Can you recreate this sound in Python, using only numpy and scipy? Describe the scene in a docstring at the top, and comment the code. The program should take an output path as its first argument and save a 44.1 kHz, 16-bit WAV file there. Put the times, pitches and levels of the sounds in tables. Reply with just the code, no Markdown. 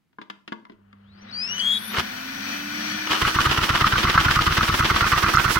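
"""Vacuum cleaner drives a toy air engine

In a small room, switch clicks (short rings and noise) come first, then mains hum (sines) and a motor
running up (sines tied to its speed, shaped noise). Rising suction whistles through gaps (gliding tones)
until the piston is pulled home with a thump. The flywheel is flicked and the engine runs at about nine
turns a second: gulps of air (noise swells), pressure pushes (pulses) and knocking links (short rings).
"""
import sys
import numpy as np
from scipy import signal
from scipy.fft import rfft, irfft, next_fast_len
from scipy.io import wavfile
from scipy.ndimage import map_coordinates

SR = 44100
rng = np.random.default_rng(int(sys.argv[2]) if len(sys.argv) > 2 else 0)


def wav_out(sig):
    """Save sig, one row per channel (or a flat mono array), as 16-bit PCM at SR to the path in sys.argv[1]."""
    wavfile.write(sys.argv[1], SR, np.round(np.clip(np.atleast_2d(sig).T, -1, 1) * 32767).astype(np.int16))


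N = 246586
T = np.arange(N) / SR  # time of each sample, s
SIDES = np.array([[0.5], [-0.5]])  # shares a left-minus-right difference between the channels

TOP_HZ = 15900  # upper limit of the sound
POWER_S, LOADED_HZ = 0.7, 328  # the motor gets power; its full speed under the air load, turns a second

# The flywheel from its first turn. Each row: time in seconds, turns a second.
FLYWHEEL = [(3.229, 6.31), (3.32, 7.88), (3.41, 9.9), (3.5, 8.3), (4.0, 8.87), (4.17, 9.46), (4.65, 9.14),
            (5.6, 9.2)]
# The microphones turn past the engine. Each row: time in seconds, left minus right in dB.
VIEW = [(3.1, 0), (4.8, 0.5), (5.5, -5.5)]


def amp(db):
    """Decibels to gain."""
    return 10 ** (np.asarray(db) / 20)


def unit(x):
    """Scaled to rms 1."""
    return x / np.sqrt(np.mean(x ** 2) + 1e-20)


def along(points, hz):
    """Reads a curve of (Hz, value) points on a log pitch axis."""
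    f, v = np.transpose(points)
    return np.interp(np.log(hz + 1), np.log(f + 1), v)


def curves(rows):
    """One value per sample for each column after the time."""
    s, *cols = np.transpose(rows)
    return [np.interp(T, s, c) for c in cols]


def wobble(rate, size=N):
    """A smooth random curve with rate random points a second."""
    points = rng.standard_normal(int(N * rate / SR) + 4)
    return map_coordinates(points, [np.arange(size) * rate / SR])


def step(x, centre, width):
    """A smooth step from 0 to 1."""
    return 0.5 + 0.5 * np.tanh((x - centre) / (2 * width))


def filtered(x, response):
    """Multiplies the spectrum of x by a response that depends on frequency."""
    m = next_fast_len(N + SR // 4)
    return irfft(rfft(x, m) * response(np.fft.rfftfreq(m, 1 / SR)), m)[..., :N]


def pan(left_db):
    """Gains of the two channels, left_db apart."""
    return amp(left_db * SIDES)


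def from_left(x, lead):
    """The sound reaches the left microphone lead seconds before the right."""
    return filtered(x, lambda hz: np.exp(2j * np.pi * hz * lead * SIDES))


def white(alike, size=N):
    """Stereo white noise whose channels have the share alike in common."""
    share = np.clip(alike, 0, 1)
    common = np.sqrt(share) * rng.standard_normal(size)
    return common + np.sqrt(1 - share) * rng.standard_normal((2, size))


def noise(spectrum, alike):
    """Stereo noise of rms 1, coloured by (Hz, dB) points."""
    return unit(filtered(white(alike), lambda hz: amp(along(spectrum, hz))))


def add(track, s, sound):
    """Mixes a sound into the track at time s."""
    start = max(round(s * SR), 0)
    part = track[..., start:start + sound.shape[-1]]
    part += sound[..., :part.shape[-1]]


def swells(rows):
    """Sum of bell-shaped swells (s, half width s, height)."""
    track, t = np.zeros(N), np.arange(SR // 5) / SR - 0.1
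    for s, width, height in rows:
        add(track, s - 0.1, height * np.exp(-0.5 * (t / width) ** 2))
    return track


def ring(modes, scatter, spread):
    """One blow sets off fading sines, with slightly new pitches and strengths, in each channel's own phase."""
    t = np.arange(SR // 6) / SR
    hz, db, t60 = np.transpose(modes)[..., None]
    hz = hz * (1 + scatter * rng.standard_normal(hz.shape))
    size = amp(db + 3 * rng.standard_normal(hz.shape) - 60 * t / t60)
    phase = rng.uniform(0, 2 * np.pi, hz.shape) + spread * rng.standard_normal((2, len(modes), 1))
    tones = (size * np.sin(2 * np.pi * hz * t + phase)).sum(1)
    return tones * (1 - np.exp(-t / 0.00064)) / np.linalg.norm(amp(db))


def struck(modes, hz, focus_db, reach):
    """The place of a blow favours the modes within about reach octaves of hz."""
    return [(f, db + focus_db * np.exp(-(np.log2(f / hz) / reach) ** 2), t60) for f, db, t60 in modes]


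def lift(peaks, hz):
    """Gain of a tone that glides through (Hz, half width Hz, dB) resonances."""
    return 1 + sum(amp(db) / (1 + ((hz - centre) / width) ** 2) for centre, width, db in peaks)


def resonances(peaks, hz):
    """Response of (Hz, width Hz, dB) resonances."""
    return sum(amp(db) * 1j * hz * w / (c * c - hz * hz + 1j * hz * w) for c, w, db in peaks)


def shaft_speed():
    """Turns a second of the motor: it picks up softly and heads for its free speed until air load holds it."""
    pickup_s, soft_s, run_up_s, free_hz = 0.89, 0.1, 0.943, 345
    running = soft_s * np.logaddexp(0, (T - pickup_s) / soft_s)
    return np.minimum(free_hz * (1 - np.exp(-running / run_up_s)), LOADED_HZ)


def surge():
    """Gain of the airflow, which swells once."""
    middle_s, width_s, height_db = 2.53, 0.049, 2.5
    return amp(height_db * np.exp(-0.5 * ((T - middle_s) / width_s) ** 2))


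def turns():
    """Adds up the flywheel's speed to find each time it comes round: (s, push dB, clatter dB, gulp dB)."""
    # How hard the engine works. Each row: time in seconds, push in dB, clatter in dB, gulp in dB.
    effort = [(3.23, -0.5, -3.5, 2.5), (3.36, 0, -1, 0), (3.47, 0.5, -1, 3), (3.82, 2, 1, 2.5),
              (4.3, 3.5, -0.5, 2.5), (5.2, 1, 3.3, 1.5), (5.55, 2, 1, -0.5)]
    first = round(FLYWHEEL[0][0] * SR)
    done = np.cumsum(curves(FLYWHEEL)[0][first:]) / SR
    at = first + np.searchsorted(done, np.arange(done[-1]))
    return list(zip(at / SR, *[db[at] for db in curves(effort)]))


def background():
    """A faint steady noise, strongest in the bass."""
    spectrum = [(30, -18), (100, -5), (200, -1.5), (500, -20), (2000, -22), (8000, -36)]
    return amp(-71.5) * noise(spectrum, alike=0.38)


def switch():
    """Handling and switch clicks: a plastic snap, the ring of the casing and a thud of the hollow shell."""
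    # Each row: start in seconds, level in dB, thud in dB and snap in dB (both relative to the level),
    # time for the snap to fall 60 dB in seconds, pitch that rings most in Hz.
    clicks = [(0.13, -59.5, -11, -7, 0.046, 1500), (0.185, -26.5, -12, -30, 0.1, 1550),
              (0.215, -29.5, -13, -11.5, 0.063, 1600), (0.3, -25.5, -19, -4, 0.037, 1410),
              (0.478, -36, -5, 2, 0.045, 1370), (0.521, -23, -9, -14, 0.054, 1500),
              (0.526, -23.5, -29, -11, 0.028, 1100), (0.652, -33.5, -37, -13, 0.019, 1120),
              (0.667, -45, -25, -17, .025, 1080), (0.697, -37.5, -5, -15, 0.065, 1230),
              (0.719, -51.5, 4, -4, 0.061, 1200), (0.929, -41, -15, -7.5, 0.02, 1280)]
    # The casing's ringing pitches. Each row: pitch in Hz, level in dB, time to fall 60 dB in seconds
    # (before the extra damping below).
    casing = [(780, -4.5, 0.034), (958, -1, 0.11), (1166, -5, 0.064), (1438, -6.5, 0.066),
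              (1650, -5.5, 0.054), (2040, -2, 0.038)]
    # The cleaner's hollow shell. Each row: pitch in Hz, level in dB, time to fall 60 dB in seconds.
    hollow = [(206, -5, 0.26), (254, -0.5, 0.049), (325, -6, 0.15), (403, -6.5, 0.081), (633, -7.5, 0.043)]
    # Colour of the snap. Each row: frequency in Hz, level in dB.
    snap_colour = [(100, -42), (500, -3.5), (1500, -1), (3200, 1), (5000, -11), (8000, -30.5), (15000, -40)]
    body, snaps, t = np.zeros((2, N)), np.zeros((2, N)), np.arange(SR // 10) / SR
    for s, db, thud_db, snap_db, snap_t60, hz in clicks:
        modes = struck(casing, hz, focus_db=6.5, reach=0.3)
        rattle = ring(modes, scatter=0.031, spread=0.75)[:, :len(t)] * amp(-350 * t)
        add(body, s, amp(db - 2) * pan(4.2) * rattle)
        add(body, s, amp(db + thud_db + 6.5) * ring(hollow, scatter=0.039, spread=0.2))
        add(snaps, s, amp(db + snap_db + 9) * white(0.5, size=len(t)) * amp(-60 * t / snap_t60))
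    sound = body + pan(2.1) * filtered(snaps, lambda hz: amp(along(snap_colour, hz)))
    # small parts radiate little bass
    return filtered(from_left(sound, lead=0.00059), lambda hz: (1j * hz / (1j * hz + 90)) ** 2)


def mains_hum():
    """Mains current hums at steady pitches; the motor draws less of it at full speed."""
    # Each row: pitch in Hz, level in dB before it eases with speed.
    mains = [(100, -53), (200, -49.5)]
    ease_db = 6
    speed = shaft_speed() / LOADED_HZ
    hum = sum(amp(db - ease_db * speed + wobble(6.25)) * np.sin(2 * np.pi * hz * T) for hz, db in mains)
    fade_in = 1 - np.exp(-np.maximum(T - POWER_S, 0) / 0.3)
    return np.sqrt(2) * fade_in * hum


def shaft_tones():
    """The unbalanced rotor and the fan blades sound at multiples of the shaft's speed."""
    # Resonances the shaft passes through. Each row: pitch in Hz, half width in Hz, lift in dB.
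    mounts = [(78, 11, 12), (230, 12, 3), (290, 31, 6)]
    # Fan blade tones. Each row: multiple of the shaft's speed, level in dB at full speed before the lift.
    orders = [(9, -52), (10, -55), (11, -57), (18, -60)]
    # The housing lifts tones gliding through it. Each row: pitch in Hz, half width in Hz, lift in dB.
    whine_peaks = [(2570, 46, 7.5), (3560, 50, 4)]
    shaft_hz = shaft_speed()
    speed = shaft_hz / LOADED_HZ
    angle = 2 * np.pi * np.cumsum(shaft_hz * (1 + 0.00211 * wobble(14))) / SR
    # the rotor's shake grows with the square of speed
    shake = amp(-48.5) * speed ** 2 * lift(mounts, shaft_hz)
    shaft = shake * amp(0.79 * wobble(6.8)) * np.sin(angle)
    # twice the shaft's pitch booms as it sweeps through the shell's resonance at 235 Hz
    boom = amp(-55.5) * np.sin(2 * angle) / np.hypot(1, (2 * shaft_hz - 235) / 22)
    boom = boom * step(T, POWER_S, 0.02)
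    whine = np.zeros(N)
    for k, db in orders:
        level = amp(db + 1.5 * wobble(20)) * lift(whine_peaks, k * shaft_hz)
        whine += speed ** 3 * level * np.sin(round(k) * angle)
    return np.sqrt(2) * (pan(-6.5) * shaft + boom + whine)


def fan_roar():
    """Fan noise resounds in the ducts and brightens with speed; it climbs as the fan takes hold."""
    # Colour of the rushing air. Each row: frequency in Hz, level in dB.
    roar_colour = [(380, -21), (470, -14.5), (720, -5.5), (950, -7), (1500, -8), (2150, -3), (2750, -11.5),
                   (3300, -11.5), (4000, -7), (4800, -13.5), (5600, -8.5), (6400, -45), (12000, -55)]
    # Hose and fan housing. Each row: pitch in Hz, width in Hz, level in dB.
    ducts = [(1479, 51, 4), (1720, 19, 1), (2396, 60, 1.5), (3030, 23, 0), (3390, 16, -3), (4460, 28, -2.5),
             (5852, 60, -1)]
    # Low drone. Each row: frequency in Hz, level in dB.
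    drone_colour = [(25, -53), (60, -17), (100, -9), (140, -11), (210, 9.5), (280, -6), (380, -11),
                    (600, -68)]
    shell_colour = [(300, -7), (460, -4.5), (620, -5), (950, -4), (1500, -7), (2000, -14), (3000, -16),
                    (5000, -49)]
    level_db, climb_db, ease_db = -32.5, 33, 4.5  # it eases with speed as the suction builds
    grip_speed, grip_width = 0.29, 0.093  # where it climbs, as shares of full speed
    bright_hz, bright_power = 4600, 1.3  # above this pitch the air noise grows as a further power of speed
    speed = shaft_speed() / LOADED_HZ
    # the ducts resound less once the engine runs
    duct_db = 3 - 3.5 * step(T, FLYWHEEL[2][0], 0.1)
    duct_noise = unit(filtered(white(0.083), lambda hz: resonances(ducts, hz)))
    air = speed * (amp(3.5) * noise(roar_colour, alike=0.89) + amp(duct_db) * speed ** 0.88 * duct_noise)
    dull = filtered(air, lambda hz: 1 / (1 + (hz / bright_hz) ** 8))
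    air = dull + (air - dull) * speed ** bright_power
    shell = amp(-4) * (1 - speed) * noise(shell_colour, alike=0.92)  # it drums at low speed
    drone = amp(-4.5) * speed * noise(drone_colour, alike=0.9)
    roar_db = level_db - climb_db * (1 - step(speed, grip_speed, grip_width)) - ease_db * speed
    gain = amp(roar_db) * surge() * step(T, POWER_S, 0.02) * amp(1.5 * wobble(7.2))
    return gain * (pan(4.8) * from_left(air + shell, lead=0.000647) + drone)


def whistle(start, peak, end, hz, power, db, octave_db, rough):
    """An edge tone and its octave follow the shaft's speed; turbulence smears the rough share of them."""
    swell_db, fade_db, break_s = 11, 12, 0.0054  # rise to the peak, fall after it, time to speak or break off
    width, jitter = 0.08, 0.008  # smear and pitch wander of a fully rough whistle, as shares of its pitch
    span = slice(round(start * SR), round(end * SR))
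    t, shaft_hz, rough = T[span], shaft_speed(), np.clip(rough, 0, 1)

    def flutter(rate):
        return wobble(rate, size=len(t))

    def shake():
        smear = flutter(width * hz) + 1j * flutter(width * hz)
        return np.sqrt(2 - 2 * rough ** 2) + rough * smear

    pitch = hz * (shaft_hz[span] / shaft_hz[round(peak * SR)]) ** power
    phase = 2 * np.pi * np.cumsum(pitch * (1 + jitter * rough * flutter(200))) / SR
    octave = amp(octave_db) * (2 * pitch < TOP_HZ) * shake() * np.exp(2j * phase)
    tone = shake() * np.exp(1j * phase) + octave
    gate = np.clip(np.minimum(t - start, end - t) / break_s, 0, 1)
    before_db = swell_db * ((peak - t) / (peak - start)) ** 2
    after_db = fade_db * ((t - peak) / (end - peak)) ** 2
    return amp(db - np.where(t < peak, before_db, after_db)) * gate * tone.real


def whistles():
    """Rising suction drives the gaps through ever higher edge tones; the earliest glide is a thin whine of the
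    motor rising with its speed."""
    # Each row: start, peak and end in seconds, pitch at the peak in Hz, power of shaft speed that the
    # pitch follows (small where a cavity holds it), level in dB, octave in dB relative to the tone,
    # roughness from 0 to 1.
    rows = [(1.03, 1.18, 1.215, 4820, 1, -63, -30, 0.6), (1.205, 1.225, 1.245, 5880, .7, -60, -45, .5),
            (1.283, 1.3, 1.315, 3870, 1.1, -47, -35, .2),
            (1.323, 1.436, 1.487, 5090, 0.84, -28.5, -46, 0.13),
            (1.36, 1.45, 1.49, 2590, 0.78, -40, -21, 0.4), (1.37, 1.436, 1.52, 7600, 0.74, -59, -30, .2),
            (1.47, 1.51, 1.588, 2850, 1.1, -31, -2.5, 0.35),
            (1.565, 1.605, 1.64, 3020, 1.29, -27, -16, 0.6),
            (1.57, 1.75, 1.795, 3640, 1.2, -28.5, -17, 0.99),
            (1.605, 1.705, 1.79, 3315, 0.317, -21.5, -30, 0.31),
            (1.56, 1.62, 1.82, 8950, 1.05, -52, -25, 0.7), (1.55, 1.7, 1.8, 8500, 1.2, -50, -19, 1),
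            (1.5, 1.69, 1.82, 13250, .8, -52, -30, 1), (1.68, 1.78, 1.86, 14900, .6, -54, -30, 1),
            (1.78, 1.88, 1.925, 9830, 1.9, -42, -30, 0.7), (1.72, 1.81, 1.88, 11170, 1.7, -43, -30, .85),
            (1.84, 1.91, 1.965, 12900, 3.3, -42, -30, .6), (1.77, 1.9, 1.96, 3650, 1, -43, -25, 1)]
    # Brief high pips, and a short tick during the engine run. Each row: middle in seconds, half width in
    # seconds, pitch in Hz, level in dB.
    chirp_rows = [(1.316, 0.0031, 4940, -43), (1.6, 0.0021, 4600, -28), (5.359, 0.00025, 5140, -16),
                  (5.365, 0.00014, 6400, -19)]
    tones = np.zeros(N)
    for row in rows:
        add(tones, row[0], whistle(*row))
    # a strong jet swings unevenly, which adds octaves and sum tones
    overtones = filtered(tones ** 2, lambda hz: (hz > 7000) * 0.36)
    chirps = sum(swells([(s, width, amp(db))]) * np.sin(2 * np.pi * hz * T)
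                 for s, width, hz, db in chirp_rows)
    return pan(7.2) * from_left(tones + overtones + np.sqrt(2) * chirps, lead=0.00059)


def leak():
    """Air hisses through a leak, faintly at first, then fully once the piston is home and seals the cylinder."""
    # Colour of the hiss. Each row: frequency in Hz, level in dB.
    leak_colour = [(3000, -24), (6000, 0.5), (9000, -6.5), (12000, -2), (15500, 3.5)]
    seal_s, seal_rise_s, onset_speed = 1.96, 0.012, 0.47  # the onset is a share of full speed
    speed = shaft_speed() / LOADED_HZ
    gain = amp(-46.5) * step(T, seal_s, seal_rise_s) + amp(-70) * step(speed, onset_speed, 0.03)
    return gain * surge() * pan(-9.5) * noise(leak_colour, alike=0.071)


def ports():
    """Air is gulped through the ports at each turn, resounds in the cylinder and hisses past the valve."""
    # Rushes as the piston is pulled home and the flywheel flicked.
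    # Each row: middle in seconds, half width in seconds, level in dB.
    rushes = [(1.961, 0.026, -25.5), (1.995, 0.012, -20), (3.074, 0.0022, -29), (3.123, 0.012, -20),
              (3.148, 0.038, -23.5)]
    # Air drawn through the ports. Each row: delay in the turn in seconds, half width in seconds,
    # gulp in dB, hiss in dB.
    gulps = [(-.024, 0.018, -48.5, -42.5), (-.009, 0.0077, -22, -39), (0.025, 0.01, -31, -46.5),
             (.049, .007, -21.5, -44), (0.064, 0.02, -27, -38)]
    # Colour of the gulps. Each row: frequency in Hz, level in dB.
    port_colour = [(40, -64), (160, -15.5), (330, -1.5), (550, -10), (780, -8), (1050, 1), (1650, 0),
                   (2300, -4.5), (3100, -2.5), (4200, -10), (5300, -12), (7500, -28.5), (15000, -77)]
    # Colour of the hiss. Each row: frequency in Hz, level in dB.
    jet_colour = [(1500, -33), (3000, 6.5), (5200, 12.5), (7500, 5.5), (11000, 3.5), (15500, 3)]
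    # The cylinder's cavity. Each row: pitch in Hz, width in Hz, level in dB.
    port_modes = [(1300, 87, 3.5), (2967, 210, 0.5)]
    # How strongly the cavity resounds in the gulps. Each row: time in seconds, level in dB.
    cavity_level = [(2.0, -7), (3.13, -4), (4.1, -11.5), (5.5, -17.5)]
    gulp_rows, hiss_rows = [], []
    for s, _, _, effort_db in turns():
        for delay, width, gulp_db, hiss_db in gulps:
            gulp_rows.append((s + delay, width, amp(effort_db + gulp_db + rng.normal(0, 1))))
            hiss_rows.append((s + delay, width, amp(hiss_db + rng.normal(0, 2.8))))
    gulp, hiss = swells(gulp_rows), swells(hiss_rows)
    rush = swells([(s, width, amp(db)) for s, width, db in rushes])
    flow = (pan(-0.26) * gulp + pan(2.2) * rush) * amp(1.96 * wobble(450) - 2.8)

    def low(hz):
        return 1 / (1 + (hz / 2200) ** 4)

    def colour():
        return amp(1 * (wobble(28) + 0.16))  # chance changes of about 1 dB, 28 a second

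    dull = filtered(noise(port_colour, alike=0.61), lambda hz: np.sqrt(low(hz)))
    bright = filtered(noise(port_colour, alike=0.13), lambda hz: np.sqrt(1 - low(hz)))
    cavity_noise = unit(filtered(white(0.38), lambda hz: resonances(port_modes, hz)))
    cavity = amp(curves(cavity_level)[0]) * cavity_noise
    # off the axis of the ports their treble fades
    air = dull * colour() + bright * colour() * amp(curves(VIEW)[0]) + cavity
    jet = (hiss + amp(-21) * rush) * pan(-5.5) * amp(0.5) * noise(jet_colour, alike=0.027)
    return flow * air + jet


def piston():
    """Each swap of the valve pushes the air and shakes the board; pulled home by hand, the piston thumps."""
    # The piston meets its stop. Each row: start in seconds, level in dB.
    bumps = [(1.982, -25.5), (3.104, -29)]
    # The valve swaps the cylinder between suction and open air. Each row: delay in the turn in seconds,
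    # half width in seconds, signed pressure (a relative height).
    pushes = [(-.004, 0.002, -0.088), (0, 0.0012, 0.17), (0.0309, 0.002, 0.13), (.033, .0022, -.12),
              (.047, 0.00088, -0.11)]
    # The board under the engine. Each row: pitch in Hz, level in dB, time to fall 60 dB in seconds
    # when no hand damps it.
    base = [(72, 2, 0.61), (142.4, 5, 0.3), (344, 11, 0.029), (1056, 13.5, 0.043)]
    board, thumps, push_rows = np.zeros((2, N)), np.zeros((2, N)), []
    held = amp(-60 * np.arange(SR // 6) / SR / 0.14)  # the hand damps the board
    for s, db in bumps:
        add(thumps, s, amp(db + 11.5) * held * ring(base, scatter=0.13, spread=0.11))
    for s, db, _, _ in turns():
        add(board, s, amp(db - 22) * ring(base, scatter=0.092, spread=0.065))
        push_rows += [(s + delay, width, height * amp(db)) for delay, width, height in pushes]
    dull_thumps = filtered(thumps, lambda hz: 1 / (1 + 1j * hz / 160))
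    pressure = filtered(swells(push_rows), lambda hz: 1j * hz / (1j * hz + 10))
    return board + dull_thumps + pressure


def links():
    """Crank and valve knock in the same order every turn; the rod's slaps ring out over them."""
    # Slack links are taken up. Each row: delay in the turn in seconds, level in dB.
    knocks = [(-.014, -4), (-.009, -5), (.001, -3), (.030, -6.5), (0.0451, -6.5)]
    # The rod slaps as its load reverses; a few rows are hard knocks that come before a turn. Each row: start in
    # seconds, level in dB, pitch that rings most in Hz.
    slaps = [(3.2506, -6.5, 1380), (3.3872, -5.5, 1230), (3.457, -7.5, 1370), (3.6969, -11, 1320),
             (3.8422, -3, 1250), (3.9567, -5.5, 1150), (4.0714, -8, 1188), (4.1772, -1.5, 1330),
             (4.2834, -3.5, 1330), (4.361, -7, 1310), (4.3897, -3, 1280), (4.4677, -8, 1290),
             (4.6082, -7, 1150), (4.8254, -9, 1400), (4.9057, -12, 1250), (5.0425, -9, 1090),
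             (5.1343, -8, 1310), (5.154, -11, 1270), (5.263, -9, 1160), (5.3707, -5, 1300),
             (5.479, -12, 1380)]
    # The engine's frame. Each row: pitch in Hz, level in dB, time to fall 60 dB in seconds
    # (slaps are damped further below).
    frame = [(1049, -4.5, 0.036), (1164, -3, 0.084), (1265, 4, 0.024), (1301, 1, 0.1), (1477, 3.5, 0.043),
             (1755, -1.5, 0.019), (1988, -2.5, 0.044), (2550, -11, 0.051), (4140, -14.5, 0.058),
             (5270, -11, 0.01)]
    track = np.zeros((2, N))
    for s, _, clatter_db, _ in turns():
        for delay, db in knocks:
            gain = amp(clatter_db + db - 10 + rng.normal(0, 1))
            late = rng.normal(0, 0.000984)
            add(track, s + delay + late, gain * ring(frame, scatter=0.046, spread=0.73))
    damping = amp(-450 * np.arange(SR // 6) / SR)
    for s, db, hz in slaps:
        modes = struck(frame, hz, focus_db=5.5, reach=0.11)
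        add(track, s, amp(db - 1.5) * ring(modes, scatter=0.041, spread=0.42) * damping)
    return pan(-1.4) * track


def room(x):
    """Echoes off the walls: fading noise as a short diffuse tail, different at each microphone."""
    # Each row: frequency in Hz, time to fall 60 dB in seconds.
    decay = [(150, 0.67), (1500, 0.38), (4000, 0.35), (12000, 0.53)]
    hz, t, z = signal.stft(rng.standard_normal((2, SR // 3)), SR, nperseg=256)
    fading = z * amp(-60 * t / along(decay, hz)[:, None])
    tail = signal.istft(fading, SR, nperseg=256)[1]
    return signal.fftconvolve(x, tail / np.linalg.norm(tail[0]), axes=1)[:, :N]


def scene():
    """Cleaner and engine in the room, over a faint background."""
    # The engine radiates unevenly. Each row: frequency in Hz, left minus right in dB.
    engine_side = [(280, -3), (500, 0), (1100, 2), (2000, -3.5), (4000, -1)]
    clicks, tones = switch(), whistles()
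    engine = filtered(ports() + links(), lambda hz: pan(along(engine_side, hz)))
    engine = pan(curves(VIEW)[0]) * engine
    echoes = room(amp(-10) * clicks + amp(-12) * engine + amp(-15) * tones)
    motor = mains_hum() + shaft_tones() + fan_roar() + leak()
    return background() + clicks + motor + tones + engine + piston() + echoes


def record(dry):
    """Nothing is kept above the upper limit, give or take 100 Hz."""
    return filtered(dry, lambda hz: np.clip((TOP_HZ - hz) / 200 + 0.5, 0, 1))


dry = scene()
out = record(dry)
wav_out(out)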